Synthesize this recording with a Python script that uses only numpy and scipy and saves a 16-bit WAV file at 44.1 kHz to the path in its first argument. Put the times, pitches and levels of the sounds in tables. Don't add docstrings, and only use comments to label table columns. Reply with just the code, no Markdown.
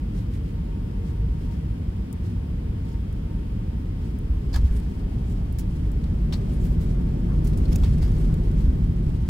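import sys
import numpy as np
from scipy import signal
from scipy.fft import rfft, irfft, next_fast_len
from scipy.io import wavfile
from scipy.ndimage import uniform_filter1d

SR = 44100
rng = np.random.default_rng(int(sys.argv[2]) if len(sys.argv) > 2 else 0)


def dump_mix(stems):
    frames = np.atleast_2d(stems).T
    limited = np.clip(frames, -1, 1)
    pcm = np.round(limited * 32767).astype(np.int16)
    wavfile.write(sys.argv[1], SR, pcm)


N = 409688
TIME = np.arange(N) / SR


def from_db(db):
    return 10 ** (np.asarray(db) / 20)


def rms(x):
    return np.sqrt(np.mean(x ** 2) + 1e-20)


def colour(x, points):
    size = x.shape[-1]
    hz, db = np.transpose(points)
    bins = np.maximum(np.fft.rfftfreq(size, 1 / SR), 1)
    gain = from_db(np.interp(np.log(bins), np.log(hz), db))
    return irfft(rfft(x) * gain, size)


def butter(x, hz, kind, order=2):
    return signal.sosfilt(signal.butter(order, hz, kind, fs=SR, output="sos"), x)


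def split(x, hz):
    sos = signal.butter(3, hz, fs=SR, output="sos")
    low = signal.sosfiltfilt(sos, x, padtype="even")
    return low, x - low


def pan(db):
    return from_db(np.array([[db / 2], [-db / 2]]))


def drift(rate):
    knots = rng.standard_normal(2000)
    return np.interp(TIME * rate, np.arange(len(knots)), knots) * np.sqrt(3 / 2)


def swells(rows):
    return sum(height * np.exp(-np.minimum((2 * (TIME - s) / length) ** 2, 50))
               for s, height, length in rows)


def steady(x, seconds):
    power = uniform_filter1d(np.mean(x, axis=0) ** 2, int(seconds * SR))
    return x / np.sqrt(power + 1e-12)


def impulses(rows):
    out = np.zeros(N)
    for s, db in rows:
        out[round(s * SR)] = from_db(db)
    return out


def ring(clicks, hz, t60):
    radius = from_db(-60 / (t60 * SR))
    angle = 2 * np.pi * hz / SR
    return signal.lfilter([0, np.sin(angle)], [1, -2 * radius * np.cos(angle), radius ** 2], clicks + 1e-18)


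def resonance_db(modes, hz):
    return sum(db / (1 + (2 * (hz - centre) / width) ** 2) for centre, width, db in modes)


def body(x, hz, width_hz, lift_db):
    resonance = signal.lfilter(*signal.iirpeak(hz, hz / width_hz, fs=SR), x + 1e-18)
    return x + from_db(lift_db) * resonance


# f/Hz, width/Hz, lift/dB
CABIN_MODES = [(44.4, 1.55, 7), (75, 11, -2), (130, 12, -4.5), (172, 16, 1.5), (354.3, 13.6, 3.5),
               (399.4, 17, 5.5), (3190, 360, 3.5), (5040, 780, 4.5), (9400, 1300, 3.5)]
PORT_LAG_S = 0.00063


def cabin_field(common, difference, side_db, directed):
    size = next_fast_len(N, real=True)
    hz = np.fft.rfftfreq(size, 1 / SR)
    modes = from_db(resonance_db(CABIN_MODES, hz))
    pressure, diffuse = rfft(rng.standard_normal((2, size))) * modes
    directness = np.interp(hz, [100, 500, 1200, 6000], [1, .7, .45, .2])
    lag = np.tanh(4 * np.sin(2 * np.pi * hz * PORT_LAG_S))
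    share = np.clip(directed, 0, 1) * lag * directness
    gradient = -1j * share * pressure + np.sqrt(1 - share ** 2) * diffuse
    mid = colour(irfft(pressure, size), common)[:N]
    side = colour(irfft(gradient, size), difference)[:N]
    return mid / rms(mid) + from_db(side_db) * side / rms(side) * [[1], [-1]]


def wavering_tone(hz, level_db, width_hz):
    times = np.arange(0, N / SR + 1, 1 / max(width_hz, 1))
    scatter = []
    for _ in range(2):
        knots = rng.standard_normal(len(times)) + 1j * rng.standard_normal(len(times))
        scatter.append(np.interp(TIME, times, knots))
    carrier = np.exp(2j * np.pi * np.cumsum(hz) / SR)
    tone = np.real((.5 + np.array(scatter)) * carrier)
    return from_db(level_db) * tone / rms(tone)


def grains(size, per_s, spread_db, diffuse_db):
    strength = from_db(spread_db * rng.standard_normal(size).clip(-2, 2))
    hits = (rng.random(size) < per_s / SR) * rng.choice([-1, 1], size) * strength
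    x = hits / rms(hits) + from_db(diffuse_db) * rng.standard_normal((2, size))
    return x / rms(x)


def window_nook(x, count=14):
    out = []
    for channel in x:
        lag_s = rng.uniform(.0006, .008, count)
        response = np.zeros(SR // 100)
        response[(lag_s * SR).astype(int)] = .35 * rng.choice([-1, 1], count) * np.exp(-lag_s / .005)
        response[0] = 1
        out.append(signal.oaconvolve(channel, response / np.linalg.norm(response))[:len(channel)])
    return np.array(out)


def shower(s, db, t60, spectrum, rise_s, per_s):
    out, size = np.zeros((2, N + SR)), SR // 2
    age = np.arange(size) / SR
    burst = colour(grains(size, per_s, spread_db=4, diffuse_db=-2), spectrum)
    decay = from_db(-60 * np.maximum(age - rise_s, 0) / max(t60, .005))
    envelope = np.minimum(age / rise_s, 1) * decay
    start = round((s - rise_s / 2) * SR)
    out[:, start:start + size] = window_nook(from_db(db) * envelope * burst / rms(burst))
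    return out[:, :N]


CONTACT_S = 4.2


def on_ground(rise_s):
    return np.clip((TIME - CONTACT_S) / rise_s, 0, 1)


SPOILERS_S, LOAD_TIME_S, SLOWING_S, EASE_PER_S = 5.57, 0.68, 8.32, 0.11


def wheel_load():
    weight = 1 - np.exp(-np.maximum(TIME - SPOILERS_S, 0) / LOAD_TIME_S)
    return weight * np.exp(-EASE_PER_S * np.maximum(TIME - SLOWING_S, 0))


# f/Hz, relative level/dB
AIR_COMMON = [(12, -59), (30, -6.5), (54, -1), (125, -7), (182, -9.5), (316, -20), (377, -29.5),
              (462, -29.5), (600, -40.5), (927, -43.5), (1430, -46.5), (3050, -52.5), (6300, -65),
              (15500, -69)]
AIR_DIFFERENCE = [(10, -41), (70, -6), (118, -3), (258, 0), (335, -3.5), (388, -9.5), (448, -5.5),
                  (549, -8), (900, -12), (1430, -25), (2210, -21), (3420, -30.5), (15500, -47)]
# t/s, level change/dB, length/s
GUSTS = [(0.84, -2, 0.18), (1.25, 6, 0.16), (2.1, -11, 0.096)]
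AIR_DB, AIR_SIDE_DB, BUFFET_DB = -28, -45.5, -27.5


def airflow():
    field = cabin_field(AIR_COMMON, AIR_DIFFERENCE, AIR_SIDE_DB - AIR_DB, directed=0.89)
    bass, rush = split(field, hz=109)
    bass_gain = from_db(BUFFET_DB + swells(GUSTS))
    return bass_gain * steady(bass, seconds=0.21) + from_db(AIR_DB) * rush


# f/Hz, width/Hz, lift/dB
WALL_MODES = [(455.5, 13, 13), (407, 10.4, 11)]
FAN_START_HZ, FAN_IDLE_HZ, SPOOL_S = 463, 401, 2.4


def fan_hum():
    hz = FAN_IDLE_HZ + (FAN_START_HZ - FAN_IDLE_HZ) / (1 + (TIME / SPOOL_S) ** 3)
    return wavering_tone(hz, -64.5 + resonance_db(WALL_MODES, hz), width_hz=21)


# t/s, added level/dB, length/s
WHINE_SWELLS = [(1.1, 4.5, 0.8), (2.92, 4, 0.35), (5.6, 3, 0.7)]
WHINE_HZ, WHINE_SAG_HZ_PER_S, WHINE_WANDER_HZ = 923, 1.7, 3.58
WHINE_DB, WHINE_FADE_DB_PER_S = -64, 0.25


def engine_whine():
    hz = WHINE_HZ - WHINE_SAG_HZ_PER_S * TIME + WHINE_WANDER_HZ * drift(rate=3)
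    level_db = WHINE_DB - WHINE_FADE_DB_PER_S * TIME + swells(WHINE_SWELLS)
    return wavering_tone(hz, level_db, width_hz=22)


# t/s, level/dB, length/s, centre f/Hz
DULL_RATTLES = [(4.565, -53, 0.058, 663), (4.723, -57, 0.17, 1500), (5.198, -57, 1.0, 670),
                (6.335, -49, 0.04, 810), (6.48, -57, 0.1, 680), (7.32, -52, .07, 1060),
                (8.04, -57, 0.089, 1700), (8.32, -54, 0.057, 1150)]
RATTLE_WIDTH_OCTAVES = 0.75


def dull_rattles():
    rattle = grains(N, per_s=400, spread_db=2.0, diffuse_db=0.5)
    edges = 2 ** (RATTLE_WIDTH_OCTAVES * np.array([-.5, .5]))
    out = 0
    for s, db, length, hz in DULL_RATTLES:
        band = butter(rattle, hz * edges, "band")
        out = out + swells([(s, from_db(db), length)]) * band / rms(band)
    return out


AIR_RUBS_PER_S, GROUND_RUBS_PER_S, AIR_RUB_DB, GROUND_RUB_DB = 2.2, 8.2, -59.5, -63.5


def faint_rubs():
    rolling = TIME > CONTACT_S
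    born = rng.random(N) < np.where(rolling, GROUND_RUBS_PER_S, AIR_RUBS_PER_S) / SR
    levels = np.where(rolling, GROUND_RUB_DB, AIR_RUB_DB)
    return list(zip(TIME[born], levels[born]))


# f/Hz, relative level/dB
TRIM_TONE = [(700, 5.5), (1800, 8.5), (5000, 6.5), (6500, 2.5), (9000, 0.5), (12000, -3.5), (15500, -9)]
RUSTLE_DB, RUSTLE_LOAD_DB, RUSTLE_PER_SHAKE = -68, 3.5, 2.25
RUB_LENGTH_S = 0.075


def trim_rustle():
    size = next_fast_len(N, real=True)
    friction = grains(size, per_s=1500, spread_db=5, diffuse_db=14)
    catches = grains(size, per_s=45, spread_db=3, diffuse_db=-30)
    slips = colour(friction + .3 * catches, TRIM_TONE)[:, :N]
    rustle_db = RUSTLE_DB + RUSTLE_LOAD_DB * wheel_load() + RUSTLE_PER_SHAKE * swells(SHAKES)
    rustle = on_ground(TYRE_RISE_S) * from_db(rustle_db)
    rub_power = swells([(s, from_db(db) ** 2, RUB_LENGTH_S) for s, db in faint_rubs()])
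    flicker = from_db(2.14 * drift(rate=60))
    return np.sqrt(rustle ** 2 + rub_power) * flicker * slips / rms(slips)


# t/s, level/dB before the squeak, length/s, squeak f/Hz
RUBS = [(0.197, -64, .07, 3900), (0.348, -61, 0.076, 2100), (0.48, -65, 0.084, 2700),
        (4.765, -57, 0.084, 8950), (5.31, -59.5, 0.06, 7500), (6.547, -59.5, 0.065, 9500),
        (6.615, -60, 0.03, 7500), (6.658, -55, 0.055, 14000), (6.722, -61, 0.057, 13600),
        (6.826, -56, 0.051, 15000), (7.729, -52.5, 0.033, 5500), (8.202, -61, 0.086, 8600)]
# f/Hz, relative level/dB
RUB_TONE = [(700, -13), (2000, 5.5), (5000, 2.5), (9000, -0.5), (12000, -1), (15500, -9)]
SQUEAK_WIDTH_HZ, SQUEAK_DB = 790, 3


def rubs():
    size = next_fast_len(N, real=True)
    slips = colour(grains(size, per_s=3000, spread_db=4.0, diffuse_db=5), RUB_TONE)[:, :N]
    slips = from_db(2.3 * drift(rate=130)) * slips / rms(slips)
    return sum(body(swells([(s, from_db(db), length)]) * slips, hz, SQUEAK_WIDTH_HZ, SQUEAK_DB)
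               for s, db, length, hz in RUBS)


# t/s, level/dB before the trim below, t60/s
CHATTERS = [(5.586, -30, 0.077), (7.4433, -40.5, 0.14), (7.4706, -38, 0.1), (7.572, -39, 0.088),
            (7.758, -29.5, 0.018)]
# f/Hz, relative level/dB
BRIGHT_TONE = [(1500, -5), (4300, 0), (5100, 3), (7500, 0), (10000, 1.5), (12000, -2), (14500, -0.5),
               (16000, -4)]


def chatters():
    return pan(-3) * sum(shower(s, db - 9, t60, BRIGHT_TONE, rise_s=0.0026, per_s=1300)
                         for s, db, t60 in CHATTERS)


# t/s, level/dB before the trim below, left-right difference/dB
TICKS = [(2.128, -30, 31), (3.1273, -34, -6), (4.1874, -31, -2), (4.7232, -33, 14), (5.5254, -31, -4.5),
         (5.917, -29, -6), (7.758, -24, -5), (8.3412, -29, 10)]


def ticks():
    full_ticks = sum(pan(side) * shower(s, db - 16, .0078, BRIGHT_TONE, rise_s=.001, per_s=3400)
                     for s, db, side in TICKS)
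    return butter(full_ticks, 6600, "high", order=4)


# t/s, strike level/dB before the trim below
CLINKS = [(7.758, -27.5)]
# f/Hz, relative level/dB
FITTING_MODES = [(2600, 0), (3620, -5), (4900, -2), (5600, -1), (6720, 3), (7450, 1), (8900, -3),
                 (10780, -2), (13850, -9), (15200, -7)]


def clink():
    strike = impulses(CLINKS)
    ringing = 0
    for k, (hz, db) in enumerate(FITTING_MODES):
        delayed = np.roll(strike, rng.integers(0, 60))
        ringing = ringing + from_db(db) * (-1) ** k * ring(delayed, hz, t60=.025)
    return from_db(-13.5) * pan(-1.5) * ringing


# t/s, level/dB before the trim below, t60/s, body resonance f/Hz, its width/Hz, its strength/dB
CLACKS = [(4.5292, -39, 0.055, 4800, 1200, 10), (4.541, -36.5, 0.12, 1800, 500, 9),
          (4.5393, -36, 0.093, 4250, 800, 14), (4.5432, -30, 0.032, 5000, 1500, 3),
          (4.5595, -28, 0.035, 4600, 1500, 3), (4.561, -32.5, 0.075, 1120, 600, 6),
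          (4.571, -42, 0.13, 4500, 1500, 3), (6.04, -41, 0.023, 4270, 1000, 9),
          (6.324, -34, 0.027, 3400, 700, 14), (6.328, -32.5, 0.061, 4200, 1410, 12.5),
          (6.3355, -37.5, 0.068, 4180, 1000, 15), (6.351, -43, 0.14, 4900, 600, 4),
          (7.654, -43, 0.039, 4200, 900, 13), (7.8345, -35.5, 0.11, 3400, 2000, 5),
          (7.857, -42, 0.1, 2800, 2000, 6.5), (8.021, -35, 0.17, 4900, 149.7, 12),
          (8.3408, -31.5, 0.012, 1500, 1400, -1)]
# f/Hz, relative level/dB
PANEL_TONE = [(400, 7), (1000, 7), (1800, 3.5), (2700, -1), (4200, -1), (6000, -3.5), (9500, -8),
              (12000, -12), (15500, -12)]
CLACK_RISE_SHARE = .06


def clacks():
    out = 0
    for s, db, t60, hz, width, lift in CLACKS:
        knock = shower(s, db - 7.5, t60, PANEL_TONE, rise_s=CLACK_RISE_SHARE * t60, per_s=2000)
        out = out + body(knock, hz, width, lift)
    return out


# t/s, strike level/dB before the low-pass, fuselage mode f/Hz
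THUMPS = [(4.298, -16.5, 73.4), (4.562, -11, 67), (4.631, -9.5, 68), (4.647, -11, 64.5), (4.707, -10, 45.8),
          (7.811, -9, 45.3), (8.679, -7.5, 62)]


def thumps():
    return sum(ring(butter(impulses([(s, db)]), 190, "low"), hz, t60=0.15) for s, db, hz in THUMPS)


# f/Hz, relative level/dB
ROLL_COMMON = [(7.1, -37), (12, -7), (55, 8), (120, -4.5), (157, -4.5), (196, -14), (239, -13.5),
               (299, -24.5), (350, -23), (400, -27.5), (535, -37.5), (700, -40.5), (818, -47), (2500, -59),
               (4300, -115)]
ROLL_DIFFERENCE = [(7.1, -58), (12, -23), (59, 1), (120, 1), (164, 2.5), (400, -11), (626, -10),
                   (1020, -21), (1170, -25), (2500, -38), (5500, -110)]
# t/s, added rumble/dB, length/s
SHAKES = [(4.62, 4.5, 0.3), (7.9, 4.5, 0.89), (8.62, 3.5, 0.15)]
CONTACT_RISE_S, TYRE_RISE_S = 0.12, 0.23
RUMBLE_DB, RUMBLE_LOAD_DB, ROAR_DB, ROAR_LOAD_DB = -28, 3.5, -41.5, 15
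ROAR_DULLING_DB_PER_S = 8.5


def landing_roll():
    field = cabin_field(ROLL_COMMON, ROLL_DIFFERENCE, side_db=-22.5, directed=0.94)
    rumble, roar = split(field, hz=118.6)
    dull, bright = split(steady(roar, seconds=0.272), hz=298)
    load = wheel_load()
    rumble_db = RUMBLE_DB + RUMBLE_LOAD_DB * load + swells(SHAKES)
    rumble_gain = on_ground(CONTACT_RISE_S) * from_db(rumble_db)
    roar_gain = on_ground(TYRE_RISE_S) * from_db(ROAR_DB + ROAR_LOAD_DB * load)
    brightness = from_db(-ROAR_DULLING_DB_PER_S * np.maximum(TIME - SLOWING_S, 0))
    return rumble_gain * steady(rumble, seconds=0.109) + roar_gain * (dull + brightness * bright)


# f/Hz, difference/dB
PORT_BALANCE = [(60, -0.24), (250, 1), (600, -0.5), (1200, 3), (2500, 1), (5000, 3), (7500, -7.5),
                (15000, -8.5)]


def scene():
    background = airflow() + fan_hum() + engine_whine() + dull_rattles()
    small_noises = window_nook(trim_rustle()) + rubs() + chatters() + ticks() + clink() + clacks()
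    cabin = background + small_noises + thumps() + landing_roll()
    left, right = np.pad(cabin, [(0, 0), (SR, SR)], "reflect", reflect_type="odd")
    left = colour(left, [(hz, db / 2) for hz, db in PORT_BALANCE])
    right = colour(right, [(hz, -db / 2) for hz, db in PORT_BALANCE])
    return np.array([left, right])[:, SR:SR + N]


CUTOFF_HZ = 15850


def record(dry):
    rounded = dry / (1 + (dry / .44) ** 8) ** (1 / 8)
    return signal.sosfilt(signal.ellip(10, .1, 80, CUTOFF_HZ, fs=SR, output="sos"), rounded)


dry = scene()
out = record(dry)
dump_mix(out)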